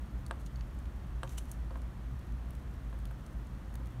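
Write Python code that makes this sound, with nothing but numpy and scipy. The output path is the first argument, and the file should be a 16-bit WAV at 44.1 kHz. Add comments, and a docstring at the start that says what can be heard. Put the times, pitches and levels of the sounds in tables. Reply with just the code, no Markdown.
"""A soldering iron taps a circuit board, heard from close by at a quiet workbench.
Each impact excites the board's damped modes; the tip chatters, and the bench thuds and echoes.
Flux simmers and spits, solder wire ticks on the joint, and the tip pings against a pin.
Fingers slide along the wire with a grainy friction noise, and one flick sets it ringing.
Under it all lie a low ventilation rumble and a thin hiss."""
import sys
import numpy as np
from scipy import signal
from scipy.fft import rfft, irfft
from scipy.io import wavfile
from scipy.ndimage import uniform_filter1d

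SR = 44100
rng = np.random.default_rng(int(sys.argv[2]) if len(sys.argv) > 2 else 0)


def dump_mix(stems):
    """Bounce the given channels to the path in sys.argv[1] as a 16-bit WAV at rate SR."""
    frames = np.atleast_2d(stems).T  # one column per channel
    limited = np.clip(frames, -1, 1)  # hard clip at full scale
    pcm = np.round(limited * 32767).astype(np.int16)
    wavfile.write(sys.argv[1], SR, pcm)


N = 176400

# spectra of the room air and the hiss (frequency [Hz], relative level [dB])
AIR_SPECTRUM = [(15, -25), (28, -11), (40, -6.5), (80, 1.5), (100, -4), (150, -5), (230, -7.5), (275, -9.5),
                (350, -14.5), (430, -21), (530, -19.5), (750, -21.5), (1250, -22.5), (1600, -26.5),
                (1850, -27), (2200, -35.5), (4400, -73)]
HISS_SPECTRUM = [(1200, -5), (1900, 9), (2300, 10), (3300, 8), (3700, 5.5), (4500, 3.5), (4900, -0.5),
                 (5400, 2), (7000, 0), (7700, -2.5), (8600, -0.5), (9050, -1.5), (9400, -1), (9800, -2),
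                 (10500, -8), (11000, -1.5), (11500, -2.5), (12000, -3), (14500, -5), (15800, -12.5)]
# ventilation rumble (centre [Hz], bandwidth [Hz], level [dB], share of the wavering [0-1])
RUMBLE_BANDS = [(56.3, 14.3, -40.5, 0.032), (124.35, 15.7, -52, 1), (184.5, 26, -62, 0.42)]
# wavering of the rumble (time [s], level [dB])
RUMBLE_WAVER = [(0, 0.5), (0.58, 3), (0.9, -6), (1.12, 3), (1.5, -3), (2.05, -1), (2.24, 6.5), (2.4, -2.5),
                (3.0, -1), (3.18, 5.5), (3.7, -2.5), (3.87, 7), (4, 6.5)]
# spectrum of simmering flux (frequency [Hz], relative level [dB])
FLUX_SPECTRUM = [(1500, -12), (4000, -3), (7000, -1.5), (12000, -1.5), (16000, -4.5)]
# the tip touching a pin (time [s], level [dB])
PIN_TOUCHES = [(0.264, -49.5), (0.5587, -48.5), (0.5937, -59), (0.609, -51.5), (1.708, -57),
               (3.0544, -52.5), (3.754, -59)]
# modes of the iron's tip (frequency [Hz], relative level [dB], T60 [s])
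TIP_MODES = [(4320, -7, 0.016), (4466, -4, 0.023), (6430, -9, 0.02), (9450, -17, .016)]
# flux and wire ticks (time [s], low gain [dB], middle gain [dB], high gain [dB], decay [s])
JOINT_TICKS = [(0.2642, -58, -51.5, -51, 0.0027), (0.3965, -68, -70, -62, .006),
               (0.413, -72, -69, -64, .006), (0.4619, -55.5, -55.5, -56, 0.007),
               (0.557, -59, -60, -69, 0.0025), (0.6087, -47, -63, -72, 0.0023),
               (0.7885, -72, -56, -61, .002), (0.856, -51.5, -67, -62, .002),
               (1.2755, -47.5, -64, -63, 0.0028), (1.293, -53, -47, -55, 0.0022),
               (1.3072, -60, -59, -59, 0.0016), (1.4542, -63, -62, -55, .003),
               (1.5148, -63, -45, -40.5, 0.0037), (1.8185, -59, -63, -58, .002),
               (2.213, -59, -69, -61, 0.0024), (2.323, -61, -65, -59, .002),
               (2.5067, -63, -60, -48, 0.00059), (2.551, -65, -60, -54, .003),
               (2.989, -70, -68, -58, 0.0044), (3.0545, -46.5, -60, -50, .0022),
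               (3.111, -65, -74, -53, .002), (3.264, -62, -53, -53, .0015), (3.47, -66, -61, -63, 0.0022),
               (3.7405, -65, -58, -53, 0.0022), (3.7545, -53, -54, -45, 0.0021),
               (3.858, -59, -64, -58, 0.0024), (3.8706, -59, -61, -56, 0.0022)]
# spectrum of a tick before those gains (frequency [Hz], relative level [dB])
TICK_SPECTRUM = [(600, -14), (1300, -7), (2300, 1.5), (3200, 2), (3800, 4.5), (4400, 4), (5100, -4),
                 (5900, 1.5), (6600, 6), (7600, -0.5), (9400, 3.5), (10300, -11), (11300, -1.5),
                 (13000, -6), (14500, -13), (16000, -8)]
# iron and hand striking the board
# (time [s], gain [dB], treble shelf [dB], shelf corner [Hz], thud gain [dB], bench gain [dB])
BOARD_TAPS = [(0.3106, 0.5, 0, 2460, -2, -13), (1.2327, -1.5, 2.5, 2460, 6, -4),
              (1.2478, -21, 6, 5000, -6, 5), (1.7075, -8.5, -27, 1420, 8, -1),
              (1.7569, -12.5, -12, 2100, 6, 7), (2.9286, -12, -10, 1480, 5, -4),
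              (3.111, -17, -7, 2200, 0, -12), (3.398, -19, -17, 1500, 0, 4), (3.7545, -20, -4, 2300, 1, 5),
              (3.80, -19, -23, 1400, 15.5, 8), (3.8139, -22, -18, 1800, 6, 6)]
# modes of the board with the iron, and of the bench (frequency [Hz], relative level [dB], T60 [s])
BOARD_MODES = [(550, -53.5, 0.08), (699, -39, 0.058), (933, -43, 0.061), (1035, -41.5, 0.032),
               (1400, -38, 0.01), (1133, -49, 0.08), (1230, -44.5, 0.048), (1510, -31, 0.014),
               (1600, -39.5, 0.038), (2270, -41, 0.0059), (2710, -40, 0.015), (3100, -44, 0.01),
               (3630, -51, 0.013), (8000, -46, 0.012), (8420, -52, 0.019), (9300, -50.5, 0.022)]
BENCH_MODES = [(355, -52, 0.18), (536, -44.5, 0.11)]
# spectra of first contact, tip chatter and bench reflections (frequency [Hz], relative level [dB])
KNOCK_SPECTRUM = [(150, -28), (320, -16), (600, -5), (1100, 16), (1650, 14), (2100, -21), (3400, -20),
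                  (5000, -13), (7000, -42), (8200, -18), (10000, -26), (12000, -30), (16000, -50)]
CHATTER_SPECTRUM = [(500, -23), (1500, 12.5), (2200, -9), (3000, 7), (4200, -2), (5200, -18), (7000, -11),
                    (8300, -1), (9500, -6), (10500, -11), (16000, -28)]
ECHO_SPECTRUM = [(200, -3), (340, -1), (520, 5.5), (950, 7.5), (1250, 8.5), (1900, -14), (3000, -15),
                 (6000, -23), (9000, -19.5), (16000, -49)]
# finger strokes (peak time [s], level [dB], rise [s], fall [s], wire's share of the power [0-1])
FINGER_STROKES = [(0.41, -67.5, 0.013, 0.017, .2), (1.245, -69, .005, 0.013, .3),
                  (1.327, -60.5, 0.029, 0.035, 0), (1.384, -43.5, 0.0051, 0.006, 0.97),
                  (1.405, -65.5, 0.011, 0.06, 0.4), (1.497, -68, 0.011, .02, 0.6),
                  (1.53, -67, 0.0068, .024, .5)]
# spectra of rubbed wire and rubbing skin (frequency [Hz], relative level [dB])
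WIRE_SPECTRUM = [(500, 0), (1200, 3), (2000, -4), (2550, -3), (2850, 1), (3050, 10), (3300, -1.5),
                 (4300, 0.5), (4900, -11), (5800, 5), (6800, 0), (7900, 4), (8700, -2), (9250, 5),
                 (9650, 9.5), (10250, -15), (10850, 6), (11500, -6), (12500, -9), (16000, -7)]
SKIN_SPECTRUM = [(500, -5), (1500, 0), (3000, 4), (4800, -3), (6200, 3.5), (9400, 0), (10400, -2),
                 (11300, 2), (13000, 0), (16000, -15)]
# modes of the flicked wire (frequency [Hz], level [dB], T60 [s])
WIRE_MODES = [(3005, -47, 0.048), (7180, -58, 0.04), (9600, -56, 0.032)]

TICK_RISE_S = 0.00031  # onset of ticks and pin touches


def amp(db):
    """Amplitude ratio: a factor of ten for every 20 dB."""
    return 10 ** (np.asarray(db) / 20)


def unit(x):
    """Normalisation to an rms of 1."""
    return x / np.sqrt(np.mean(x ** 2) + 1e-30)


def gain_at(spectrum, hz):
    """Magnitude response, interpolated in decibels over log frequency."""
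    f, db = np.transpose(spectrum)
    return amp(np.interp(np.log(hz + 1), np.log(f + 1), db))


def noise(spectrum, size):
    """Spectral shaping: white noise takes on the given spectrum, at rms 1."""
    hz = np.fft.rfftfreq(size, 1 / SR)
    return unit(irfft(rfft(rng.standard_normal(size)) * gain_at(spectrum, hz), size))


def impulse(spectrum, size=2048):
    """Minimum-phase response of energy 1: the Hilbert transform gives phase from log magnitude."""
    log_gain = np.log(gain_at(spectrum, abs(np.fft.fftfreq(size, 1 / SR))))
    response = np.fft.ifft(np.exp(np.conj(signal.hilbert(log_gain)))).real
    return response / np.linalg.norm(response)


def ringing(modes, t):
    """Free vibration: a sum of exponentially damped sinusoids."""
    return sum(amp(db - 60 * t / t60) * np.sin(2 * np.pi * hz * t) for hz, db, t60 in modes)


def shelved(table, treble_db, corner_hz):
    """Shelving filter: a table's levels shift above the corner frequency."""
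    return [(hz, db + treble_db / (1 + (corner_hz / hz) ** 6), *rest) for hz, db, *rest in table]


def add(mix, start_s, sound):
    """Superposition: a sound joins the mix at its start time."""
    part = mix[round(start_s * SR):][:len(sound)]
    part += sound[:len(part)]


def room_air():
    """Stationary broadband noise: low room air and a thin hiss."""
    return amp(-48.5) * noise(AIR_SPECTRUM, N) + amp(-68) * noise(HISS_SPECTRUM, N)


def ventilation():
    """Narrow-band noise under slow amplitude modulation makes a wavering rumble."""
    hz = np.fft.rfftfreq(N, 1 / SR)
    waver_db = np.interp(np.arange(N) / SR, *np.transpose(RUMBLE_WAVER))
    out = np.zeros(N)
    for centre, width, db, share in RUMBLE_BANDS:
        phases = np.exp(2j * np.pi * rng.random(len(hz)))
        band = phases / (1 + (2 * (hz - centre) / width) ** 2)
        out += amp(db + share * waver_db) * unit(irfft(band, N))
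    return out


def flux_simmer(pops_per_s=40, spread_db=1.5, decay_s=0.0034):
    """A Poisson process: flux pops at random, each pop a faint, decaying burst of noise."""
    onsets = rng.random(N) < pops_per_s / SR
    strengths = amp(spread_db * np.minimum(rng.exponential(1, N), 3))
    envelope = signal.lfilter([1], [1, -np.exp(-1 / (decay_s * SR))], onsets * strengths)
    return amp(-80.5) * unit(envelope * noise(FLUX_SPECTRUM, N))


def pin_touches():
    """Impact of metal on metal excites the tip's high, quickly damped modes."""
    out, t = np.zeros(N), np.arange(SR // 20) / SR
    ping = ringing(TIP_MODES, t) * np.minimum(t / TICK_RISE_S, 1)
    for start, db in PIN_TOUCHES:
        add(out, start, amp(db) * ping)
    return out


def joint_ticks(bands_hz=(2600, 7800, 10300)):
    """Brief transients have broad spectra: flux spits and the wire touches the joint."""
    out, t = np.zeros(N), np.arange(SR // 20) / SR
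    hz = np.fft.rfftfreq(len(t), 1 / SR)
    for start, *bands_db, decay in JOINT_TICKS:
        band_gain = gain_at(list(zip(bands_hz, bands_db)), hz)
        burst = irfft(rfft(noise(TICK_SPECTRUM, len(t))) * band_gain, len(t))
        envelope = np.minimum(t / TICK_RISE_S, 1) * np.exp(-np.maximum(t - 2 * TICK_RISE_S, 0) / decay)
        add(out, start, amp(2) * burst * envelope)
    return out


def board_taps(contact_s=0.00019, chatter_s=0.0014, thud_rise_s=0.0064,
               echo_rise_s=0.0013, echo_t60=0.078, room_t60=0.42):
    """Impact excites the modes of board and bench; the tip chatters and diffuse reflections decay."""
    out, t = np.zeros(N), np.arange(SR // 4) / SR
    attack = np.minimum(t / contact_s, 1)
    thud = ringing(BENCH_MODES, t) * (1 - np.exp(-(t / thud_rise_s) ** 2))
    chatter_envelope = t / chatter_s * np.exp(1 - t / chatter_s)
    echo_envelope = amp(-60 * t / echo_t60) * (1 - np.exp(-(t / echo_rise_s) ** 2))
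    for start, db, treble_db, corner_hz, thud_db, bench_db in BOARD_TAPS:
        board = ringing(shelved(BOARD_MODES, treble_db, corner_hz), t)
        chatter = amp(treble_db - 47) * chatter_envelope * noise(CHATTER_SPECTRUM, len(t))
        echoes = amp(bench_db - 43.5) * echo_envelope * noise(ECHO_SPECTRUM, len(t))
        room_tail = amp(-54 - 60 * t / room_t60) * noise(ECHO_SPECTRUM, len(t))
        knock = amp(-21.5) * impulse(shelved(KNOCK_SPECTRUM, treble_db, corner_hz))
        response = (board + room_tail) * attack + chatter + echoes + amp(thud_db) * thud
        add(out, start, amp(db) * response)
        add(out, start + contact_s, amp(db) * knock)
    return out


def finger_slides(grain_db=3, grain_s=0.0004):
    """Friction of skin on solder wire: grainy noise, filtered by each, swells and fades per stroke."""
    out, t = np.zeros(N), np.arange(N) / SR
    roughness = unit(uniform_filter1d(rng.standard_normal(N), round(grain_s * SR)))
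    grain = unit(amp(grain_db * roughness))
    wire, skin = (signal.fftconvolve(grain * rng.standard_normal(N), impulse(spectrum))[:N]
                  for spectrum in (WIRE_SPECTRUM, SKIN_SPECTRUM))
    for peak, db, rise, fall, wire_share in FINGER_STROKES:
        envelope = np.exp(-np.where(t < peak, ((peak - t) / rise) ** 2 / 2, (t - peak) / fall))
        out += amp(db) * envelope * (np.sqrt(wire_share) * wire + np.sqrt(1 - wire_share) * skin)
    return out


def wire_flick(start_s=1.3795, rise_s=0.003):
    """Free vibration: the flicked wire rings at its natural frequencies."""
    out, t = np.zeros(N), np.arange(SR // 10) / SR
    add(out, start_s, ringing(WIRE_MODES, t) * np.minimum(t / rise_s, 1))
    return out


def scene():
    """Linear superposition: the pressures of all sources add at one close point."""
    background = room_air() + ventilation()
    iron = board_taps() + pin_touches()
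    solder = joint_ticks() + finger_slides() + wire_flick() + flux_simmer()
    return (background + iron + solder)[None]


def record(dry, cutoff_hz=15780):
    """Band limiting: a linear-phase low-pass filter removes the highest treble."""
    lowpass = signal.firwin(511, cutoff_hz, window=("kaiser", 9), fs=SR)
    return signal.oaconvolve(dry, lowpass[None], "same")


dry = scene()
out = record(dry)
dump_mix(out)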